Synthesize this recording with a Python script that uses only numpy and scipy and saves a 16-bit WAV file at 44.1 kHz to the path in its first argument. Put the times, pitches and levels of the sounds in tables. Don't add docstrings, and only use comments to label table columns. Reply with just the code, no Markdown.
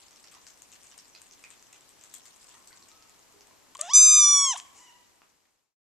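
import sys
import numpy as np
from scipy import signal
from scipy.fft import rfft, irfft, next_fast_len
from scipy.io import wavfile
from scipy.ndimage import uniform_filter1d, map_coordinates

SR = 44100
rng = np.random.default_rng(int(sys.argv[2]) if len(sys.argv) > 2 else 0)


def gain_from_db(level_db):
    decades = np.asarray(level_db, float) / 20
    return 10 ** decades


def master_out(mix):
    frames = np.transpose(np.atleast_2d(mix))
    ceiling = np.clip(frames, -1, 1)
    pcm = np.round(ceiling * 32767).astype(np.int16)
    wavfile.write(sys.argv[1], SR, pcm)


N = 257984
TIME = np.arange(N) / SR


def unit(x):
    return x / np.sqrt(np.mean(x ** 2) + 1e-20)


def along(points, hz):
    f, v = np.transpose(points)
    return np.interp(np.log(hz + 1), np.log(f + 1), v)


def curves(rows):
    s, *cols = np.transpose(rows)
    return [np.interp(TIME, s, c) for c in cols]


def gate(rows, edge_s):
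    return np.clip(np.minimum(TIME - rows[0][0], rows[-1][0] - TIME) / edge_s, 0, 1)


def wobble(rate_hz, size=N):
    knots = rng.standard_normal(int(size * rate_hz / SR) + 4)
    return map_coordinates(knots, [TIME[:size] * rate_hz])


def filtered(x, response):
    m = next_fast_len(N + SR // 2)
    return irfft(rfft(x, m) * response(np.fft.rfftfreq(m, 1 / SR)), m)[..., :N]


def coloured(x, spectrum):
    return filtered(x, lambda hz: gain_from_db(along(spectrum, hz)))


def sides(left_db):
    return gain_from_db(left_db / 2 * np.array([[1], [-1]]))


def snap(hz, low_db, t60_s, sharp):
    t = np.arange(SR // 20) / SR
    noise = rng.standard_normal((2, len(t))) * gain_from_db(-60 * t / t60_s)
    noise[:, 0] += 2.5
    b, a = signal.iirpeak(hz, sharp, SR)
    high = signal.lfilter(b, a, signal.lfilter(b, a, noise[0]))
    dull = signal.butter(2, [1100, 3800], "band", fs=SR)
    low = signal.lfilter(*dull, noise[1])
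    return high / abs(high).max() + gain_from_db(low_db) * low / abs(low).max()


def meow():
    # time in seconds, pitch in Hz, effort in dB, mouth opening in dB.
    humming = [
        (3.79, 581, -46.5, -10),
        (3.818, 601, -46.5, -9),
        (3.84, 695, -43.5, -7),
        (3.872, 708.6, -43.5, -2.5),
        (3.884, 774, -43.5, -2.5),
        (3.898, 930, -38, -1.5),
        (3.916, 1104, -35, 2),
        (3.934, 1188, -36.5, -0.5),
    ]
    cry = [
        (3.935, 1192, -41.5, 24.8),
        (3.96, 1210, -42, 33),
        (4.03, 1229, -44, 32.45),
        (4.171, 1215, -36, 22.2),
        (4.251, 1170, -34, 18.2),
        (4.323, 1164, -33.5, 16.3),
        (4.371, 1136, -32.5, 15.8),
        (4.45, 1117, -33, 14.8),
        (4.51, 1027, -33, 9),
    ]
    closing = [
        (4.53, 934, -38, 7),
        (4.545, 690, -43, 8),
        (4.555, 746, -42.5, -15),
        (4.568, 1127, -35, -25),
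    ]
    opens = (3.935, 0.84)
    # frequency in Hz, level in dB.
    throat_spectrum = [(1220, 10), (1400, -3), (1800, -2.5), (1950, -9.5), (2150, -14.5), (2300, -13.5),
                       (2450, -4.5), (3300, 0), (3750, 0.5), (4000, -7)]
    mouth_spectrum = [(4000, -15.5), (4500, -31.5), (4900, -13.5), (5350, -13.5), (5750, 1.5), (6100, -0.5),
                      (6800, -5.5), (7300, -1.5), (8300, -11.5), (9200, -10.5), (9800, -22.5), (10700, -28),
                      (12200, -43), (13500, -63)]
    # frequency in Hz, density in dB per Hz.
    rasp_spectrum = [(4400, -71.5), (4800, -19), (5600, -4.5), (6600, 2.5), (8000, -2.5), (8800, -12),
                     (10000, -21), (11500, -45), (13000, -69)]
    hum_spectrum = [(400, -27), (1100, -8.5), (1800, -8), (3000, -7), (4000, -11.5), (5000, -28),
                    (6000, -11), (7600, -2.5), (8600, -4.5), (10000, -30.5), (12000, -60.5)]
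    # time in seconds, extra rasp in dB.
    catches = [
        (3.956, 6),
        (3.98, 5),
        (4.03, 9),
        (4.062, 7),
        (4.15, 8),
        (4.172, 7),
        (4.21, 9),
        (4.29, 5),
        (4.375, 7),
        (4.415, 5),
    ]
    # start in seconds, full in seconds, depth in cycles.
    tremble = (4.47, 4.53, .045)
    # time in seconds, spread in seconds, depth.
    doubling = (3.946, .005, 0.28)
    taut_hz, slack_hz = 1010, 690

    rows = humming + cry + closing
    calling = slice(round(3.7 * SR), round(4.6 * SR))
    pitch_hz, chest_db, open_db = (c[calling] for c in curves(rows))
    time, n = TIME[calling], len(pitch_hz)
    shut = time < opens[0]
    slack = np.clip((taut_hz - pitch_hz) / (taut_hz - slack_hz), 0, 1) * np.where(shut, 1, 0.62)
    rasp_db = -19 + 17 * slack
    mouth_db = chest_db + open_db
    throat_db = chest_db - 4 + 0.34 * np.clip(open_db, 0, None) - 7 * slack

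    cycles = np.cumsum(pitch_hz) / SR + .007 * wobble(90, size=n)
    cycles += .04 * gain_from_db(rasp_db) * wobble(250, size=n)
    cycles += tremble[2] * np.interp(time, tremble[:2], [0, 1]) * wobble(110, size=n)

    stretch = np.where(shut, opens[1], 1)
    narrowing_db = np.clip(17.5 - open_db, 0, None)
    voice = gain_from_db(chest_db + 1.5) * np.sin(2 * np.pi * cycles)
    for k in range(2, 19):
        hz = k * pitch_hz
        dulling_db = 0.39 * narrowing_db * np.clip(hz / 1000 - 7.6, 0, None)
        high_db = mouth_db - 25 * gain_from_db(rasp_db) - dulling_db + along(mouth_spectrum, hz / stretch)
        middle_db = throat_db + along(throat_spectrum, hz)
        level_db = uniform_filter1d(np.where(hz > 4000, high_db, middle_db), size=20)
        level_db = level_db + 2.5 + 0.36 * wobble(120, size=n)
        voice += gain_from_db(level_db) * np.sin(2 * np.pi * k * cycles + 1.1 * k)
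    doubled = np.exp(-((time - doubling[0]) / doubling[1]) ** 2 / 2)
    voice *= 1 + doubling[2] * doubled * np.sin(np.pi * cycles)

    catch_s = .008
    leak_db = sum(db * np.exp(-((time - s) / catch_s) ** 2 / 2) for s, db in catches)
    puffs = (1 + np.sin(2 * np.pi * cycles)) ** 1.5
    hiss = unit(coloured(puffs * rng.standard_normal(n), rasp_spectrum)[:n])
    throat_hiss = unit(coloured(puffs * rng.standard_normal(n), hum_spectrum)[:n])
    mouth_air = gain_from_db(mouth_db + rasp_db + leak_db) * hiss
    throat_air = gain_from_db(chest_db + 1.155 * rasp_db - 2.5) * throat_hiss
    out = np.zeros(N)
    out[calling] = voice + mouth_air + throat_air
    return gate(rows, 0.0019) * out


def lips():
    # start in seconds, peak in dB, pitch in Hz, low part in dB, t60 in seconds.
    smacks = [(3.75, -40.5, 7700, -8.5, 0.01976), (3.752, -46, 3000, -8.5, .015),
              (3.753, -42.5, 1060, -7, 0.024), (3.7695, -50, 4300, -3, .004),
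              (3.8124, -33.5, 4500, -16, 0.0053), (3.769, -41, 7700, -16.5, 0.007),
              (3.778, -43, 8300, -19.5, .005), (3.7925, -41, 7600, -5, 0.0438),
              (3.81, -29, 8100, -25, .012), (3.8129, -16.5, 7200, -28, 0.006),
              (3.8121, -17, 8400, -25, 0.004), (3.819, -35, 7800, -20, 0.006), (4.6, -40.5, 6550, 6, .006),
              (4.58, -38, 7500, -24, .07), (4.575, -33, 8500, -15, 0.016)]
    out = np.zeros(N + SR)
    for s, db, hz, low_db, t60_s in smacks:
        out[round(s * SR):][:SR // 20] += gain_from_db(db + 5.5) * snap(hz, low_db, t60_s, 5.2)
    return out[:N]


def breath():
    # time in seconds, level in dB.
    breath_levels = [
        (4.54, -48),
        (4.56, -46),
        (4.586, -42),
        (4.61, -53),
        (4.726, -67),
        (4.782, -55),
        (5.066, -77),
        (5.1, -74.5),
    ]
    # frequency in Hz, density in dB per Hz.
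    air_spectrum = [(290, -52), (500, -25.5), (1100, -6), (1300, -13), (2040, -12), (2240, -5), (2940, -17),
                    (3710, -16), (7540, 3.5), (13000, -26)]
    air = unit(coloured(rng.standard_normal(N), air_spectrum))
    return gate(breath_levels, 0.015) * gain_from_db(curves(breath_levels)[0] + 1.1 * wobble(57)) * air


def mews():
    # time in seconds, pitch in Hz, level in dB.
    mew_curves = [
        [(2.9, 1260, -71), (2.96, 1285, -67), (3.05, 1283, -73), (3.14, 1286, -82)],
        [(4.74, 886, -77), (4.8, 981, -66.5), (4.85, 988, -60), (4.9, 971, -63), (4.96, 976.5, -61),
         (5.03, 990, -71), (5.15, 971, -77)],
    ]
    # level of each overtone in dB, last the extra fall per overtone in dB/s.
    mew_overtones = [
        (5, -20, -25, 0),
        (2, -2, 5, -14, -14, 0, -4, 75),
    ]
    out = np.zeros(N)
    for rows, (*overtones_db, fall_db) in zip(mew_curves, mew_overtones):
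        pitch_hz, db = curves(rows)
        cycles = np.cumsum(pitch_hz) / SR + 0.18 * wobble(85)
        age_s = np.clip(TIME - rows[3][0], 0, 1)
        tone = np.zeros(N)
        for k, overtone_db in enumerate(overtones_db):
            level_db = overtone_db - k * fall_db * age_s + 3.5 * wobble(40)
            tone += gain_from_db(level_db) * np.sin(2 * np.pi * (k + 1) * cycles)
        out += gate(rows, 0.011) * gain_from_db(db - 3.5) * tone
    return out


def bites():
    # start in seconds, peak in dB, pitch in Hz, low part in dB.
    bite_events = [(.108, -37, 6030, -7), (.159, -45, 5800, -20), (0.2391, -36.5, 5660, -3.5),
                   (0.3141, -35, 8000, -4), (.3396, -38, 5800, -2.5), (0.4677, -29, 6860, -13),
                   (0.62, -37, 7800, -30), (0.7239, -28.5, 6700, -7.5), (0.8326, -35, 7300, -8),
                   (0.914, -40.5, 5770, 2), (0.977, -36.5, 8100, -7.5), (0.987, -35, 5600, -13),
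                   (1.1487, -33.5, 4670, -4), (1.2161, -43, 7800, -4), (1.3115, -33, 6230, -28),
                   (1.3915, -43, 7800, -7), (1.438, -40, 5960, 2), (1.5036, -34, 7600, -4.5),
                   (1.624, -48, 6140, -21), (1.7283, -34, 6500, -2.5), (1.892, -41, 8200, -12),
                   (2.0104, -39, 6860, -4), (2.037, -32.5, 7000, -10), (2.14, -22, 8300, -19.5),
                   (2.2538, -33, 6760, -8), (2.493, -41.5, 7340, -2), (2.6738, -33.5, 8400, -30),
                   (2.883, -36.5, 7100, -8), (3.024, -45, 6030, -17), (3.406, -43, 5730, -30)]
    crumble_s, middle_hz, left_db_per_khz = .043, 6300, 16
    out = np.zeros((2, N + SR))
    for s, db, hz, low_db in bite_events:
        pan = sides(np.clip(left_db_per_khz * (hz - middle_hz) / 1000, -4.5, 9))
        for late, pitch, size in rng.random((8, 3)):
            crumb = snap(hz * (0.887 + .26 * pitch), low_db + 4.0, 0.013, 2.8)
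            gain = gain_from_db(db - 13.5 - 9.8 * late - 3.4 * size)
            out[:, round((s + late * crumble_s) * SR):][:, :SR // 20] += gain * pan * crumb
    return out[:, :N]


def ticks():
    # start in seconds, peak in dB, pitch in Hz, left-right in dB.
    tick_events = [(0.0258, -46.5, 4140, 3.5), (0.0352, -46, 6960, 3.5), (0.0813, -46, 4850, -4),
                   (0.108, -44, 6270, 1.0), (0.159, -56, 6770, -1.5), (0.159, -40.5, 5980, 2.0),
                   (0.2039, -48, 7470, 6), (0.2404, -40, 5700, -3), (0.2728, -41.5, 5540, 2.5),
                   (0.3137, -43, 8000, 6), (0.3399, -43, 5700, 1.5), (0.415, -49, 5450, 2.0),
                   (0.4661, -40, 5300, 6), (0.4668, -37.5, 7400, 5.0), (0.5726, -50, 5190, 2.0),
                   (0.619, -36, 7820, 7), (0.717, -41, 7740, 6.5), (0.7247, -48, 2980, 6),
                   (0.7245, -41, 6830, 4.5), (0.8315, -42, 7400, 9), (0.8692, -41, 6230, 1),
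                   (0.914, -41.5, 5760, 1.5), (0.978, -48, 7300, 8.5), (0.977, -41, 7940, 11),
                   (0.9866, -39, 5740, 2.0), (1.0545, -49, 4870, -1), (1.0803, -46, 7680, 8),
                   (1.1483, -41, 4450, -0.5), (1.216, -38, 8000, 10), (1.268, -45, 7400, 6),
                   (1.3104, -39, 6240, 1.5), (1.3339, -44, 5870, -2), (1.391, -47, 8050, 6),
                   (1.4386, -38, 6270, 3),
                   (1.4384, -44, 6270, 1.0), (1.5032, -36, 7600, 8), (1.5945, -47, 5900, 0.5),
                   (1.6248, -39.5, 6360, 1.5), (1.6668, -45, 6190, 1.5), (1.7273, -40, 7100, 7),
                   (1.8078, -43.5, 7340, 1.5), (1.8904, -44.5, 8170, 12), (1.9936, -51, 5440, -2),
                   (2.0106, -42, 7250, 2.5), (2.036, -40, 7140, 7), (2.1118, -47, 5890, 5.0),
                   (2.1386, -30.5, 8400, 11), (2.2542, -37.5, 7340, 7), (2.3598, -46, 7220, 7),
                   (2.366, -47.5, 7670, 4.5), (2.4156, -50, 7900, 4.5), (2.4278, -45, 5950, -1),
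                   (2.477, -50, 7820, 4.5), (2.491, -44, 7590, 4.5), (2.5219, -47, 6960, 5),
                   (2.5793, -47, 7690, 4.0), (2.6726, -45, 7700, 4.5), (2.7279, -44, 4600, 1),
                   (2.8242, -43, 4560, 0), (2.884, -44, 7250, 4.0), (2.915, -45, 4770, 0),
                   (2.9745, -51, 6160, 1), (3.0233, -43, 5480, 3), (3.0736, -52, 6560, 1.0),
                   (3.0938, -43.5, 6500, -0.5), (3.1917, -45, 7700, 6), (3.2845, -54, 7950, 6),
                   (3.3225, -47.5, 7262, 4), (3.4073, -41.5, 5660, -2), (3.4697, -46.5, 7360, 6)]
    lag_s = .001
    out = np.zeros((2, N + SR))
    for s, db, hz, pan_db in tick_events:
        tick = sides(np.clip(pan_db, -9, 9)) * snap(hz, -8.5, 0.0094, 3.2)
        out[:, round((s + lag_s) * SR):][:, :SR // 20] += gain_from_db(db - 3.0) * tick
    return out[:, :N]


def knocks():
    # start in seconds, peak in dB, pitch in Hz, t60 in seconds, tick in dB.
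    knock_events = [(.338, -51.5, 1200, 0.05, -6), (.352, -53, 1050, .06, -8), (.366, -53, 1000, .05, -8),
                    (1.15, -51, 2500, 0.035, -22), (1.15, -49, 4840, 0.074, -15),
                    (1.4396, -37.5, 2450, 0.017, -15.5), (1.446, -48, 2290, .03, -12),
                    (1.453, -52, 2350, 0.03, -13), (1.464, -52, 2300, 0.034, -15),
                    (2.155, -47.5, 3210, 0.027, -17), (2.707, -51.5, 1555, 0.037, -4),
                    (2.485, -58, 993, 0.07, 3), (2.483, -60, 2600, .03, 3), (2.54, -57, 1240, .05, 3),
                    (2.545, -56, 1900, .05, -6), (2.57, -59, 1135, 0.082, -5), (2.6, -62, 1056, .1, -10),
                    (2.72, -56, 1975, .07, -5), (2.76, -62, 1090, 0.13, -8), (2.8, -59, 1106, .12, -8),
                    (2.85, -64, 980, 0.072, -8), (4.755, -61.5, 807, .25, -15), (2.55, -57.5, 998, 0.11, 0),
                    (2.729, -58.5, 1120, 0.1, 7), (3.341, -58.5, 413, 0.31, -7),
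                    (3.483, -55.5, 690, 0.026, -18), (3.511, -52, 1076, 0.028, -8),
                    (3.686, -55.5, 300, 0.025, -9), (5.2186, -45, 1200, 0.006, -25),
                    (5.2187, -46, 2600, 0.004, -25), (5.2236, -58, 1002, 0.0078, -15),
                    (5.455, -58.5, 1990, 0.005, -15)]
    out, t = np.zeros(N + SR), np.arange(SR // 4) / SR
    for s, db, hz, t60_s, tick_db in knock_events:
        noise = uniform_filter1d(rng.standard_normal(len(t)), size=6)
        tick = gain_from_db(tick_db + 7.5 - 60 * t / 0.013) * noise
        waver_rad = np.clip(hz / 500 - .5, 0, 2.2) * wobble(200, size=len(t))
        ring = gain_from_db(-60 * t / t60_s) * np.sin(2 * np.pi * hz * t + waver_rad)
        out[round(s * SR):][:len(t)] += gain_from_db(db) * (ring + tick)
    return out[:N]


def spread(pair, spectrum):
    # frequency in Hz, likeness of the ports.
    likeness = [(60, 0.25), (180, -0.27), (540, 0.2), (1630, 0.315), (4880, 0.33), (14700, -0.37)]
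    # frequency in Hz, left-right in dB.
    lean_db = [(60, 2.2), (130, 2.5), (290, 1.9), (630, 1.7), (1390, 2.8), (3050, 0.5), (6690, 2.9),
               (14700, 1.5)]

    def mix(hz):
        angle = np.arccos(np.clip(along(likeness, hz), -1, 1)) / 2
        return gain_from_db(along(spectrum, hz)) * [np.cos(angle), np.sin(angle)]

    def tilt(hz):
        delay = np.exp(-1j * np.pi * hz * 4e-5 * [[1], [-1]])
        return gain_from_db(along(lean_db, hz) / 2 * [[1], [-1]]) * delay

    mid, side = filtered(pair, mix)
    both = filtered(np.array([mid + side, mid - side]), tilt)
    return both / np.sqrt(np.mean(both.mean(axis=0) ** 2))


def chewing():
    # time in seconds, level in dB.
    chew_levels = [(0, -53.5), (.54, -56.5), (.89, -53.5), (1.83, -58.5), (2.27, -52), (2.78, -53),
                   (3.44, -68), (3.72, -65.5), (3.95, -78), (4.45, -78), (4.72, -59)]
    # frequency in Hz, density in dB per Hz.
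    grit_spectrum = [(410, -37.5), (700, -19.5), (1020, -5), (1580, -21.5), (2430, 3), (2860, 6.5),
                     (3980, 7), (7990, 12), (10400, 0), (13600, -16.5), (14500, -23)]
    chew_db, = curves(chew_levels)
    grain_db = np.clip(6 * np.array([wobble(490), wobble(460)]), -18, 12)
    grains = rng.standard_normal((2, N)) * gain_from_db(grain_db)
    z = signal.stft(grains, nperseg=256)[2]
    field = uniform_filter1d(rng.standard_normal(z.shape[1:]), size=9, axis=0)
    field = uniform_filter1d(field, size=9, axis=1)
    patch_db = np.clip(7.1 * unit(field), -12, 9)
    patchy = signal.istft(z * gain_from_db(patch_db), nperseg=256)[1][:, :N]
    return gain_from_db(chew_db - 11) * spread(patchy, grit_spectrum)


def hush():
    # frequency in Hz, density in dB per Hz.
    hush_spectrum = [(12, -40), (20, -3), (49, -7), (87, -2), (147, -4), (286, 0), (540, -3.5),
                     (1020, -1.5), (1420, -6.5), (2410, -6.5), (3460, -9), (7510, -6.5), (9110, -15),
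                     (13800, -15), (15000, -41)]
    return gain_from_db(-62.5) * spread(rng.standard_normal((2, N)), hush_spectrum)


def background():
    # start in seconds, end in seconds.
    fade_s = (4.75, 5.76)
    fade = np.clip((fade_s[1] - TIME) / (fade_s[1] - fade_s[0]), 0, 1) ** 1.09
    return (hush() + chewing()) * fade


def tiles(x, decays):
    hz, t, z = signal.stft(rng.standard_normal((2, SR // 2)), SR, nperseg=256)
    dying = z * gain_from_db(-60 * t / along(decays, hz)[:, None])
    tail = signal.istft(dying, SR, nperseg=256)[1]
    delayed = np.pad(x, (300, 0))[None]
    return signal.fftconvolve(delayed, tail / np.linalg.norm(tail[0]), axes=1)[:, :N]


def scene():
    # frequency in Hz, level in dB.
    shade = [(1000, 0.5), (4900, 0.5), (6000, 2.5), (7000, -4), (7800, -12.5), (8600, -18), (9600, -21),
             (11000, -26)]
    # frequency in Hz, phase in radians.
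    phase_turn = [(1000, 0), (2400, .25), (3500, .4), (4800, .75), (5900, .6), (6800, .1), (7300, 0),
                  (8400, .6), (9600, 1.8), (11000, 2.2)]
    # frequency in Hz, level in dB.
    port = [(100, -4), (8500, 2.5), (10000, -11), (14000, 12)]
    # frequency in Hz, t60 in seconds.
    room_decay = [(300, 0.52), (2000, 0.92), (6000, 0.11), (12000, 0.078)]
    corner_decay = [(300, 0.35), (2000, 0.26), (6000, 0.1), (12000, 0.098)]

    near = meow() + lips() + breath()
    right = filtered(near, lambda hz: gain_from_db(along(shade, hz)) * np.exp(1j * along(phase_turn, hz)))
    eating = coloured(bites() + ticks(), port) + knocks()
    far = mews()
    wet = gain_from_db(-20.0) * tiles(near, room_decay)
    wet += gain_from_db(-3.0) * tiles(eating.mean(axis=0), corner_decay)
    wet += gain_from_db(-6.0) * tiles(far, room_decay)
    loud = uniform_filter1d(near ** 2, size=2000)
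    ducked = background() / np.sqrt(1 + np.clip(loud / gain_from_db(-52), 0, 3.5))
    return np.array([near, right]) + eating + far + wet + ducked


def roll_off(x):
    return signal.sosfilt(signal.butter(12, 15270, fs=SR, output="sos"), x)


def record(dry):
    limited = filtered(dry, lambda hz: np.clip((14900 - hz) / 600, 0, 1))
    return roll_off(limited)


dry = scene()
out = record(dry)
master_out(out)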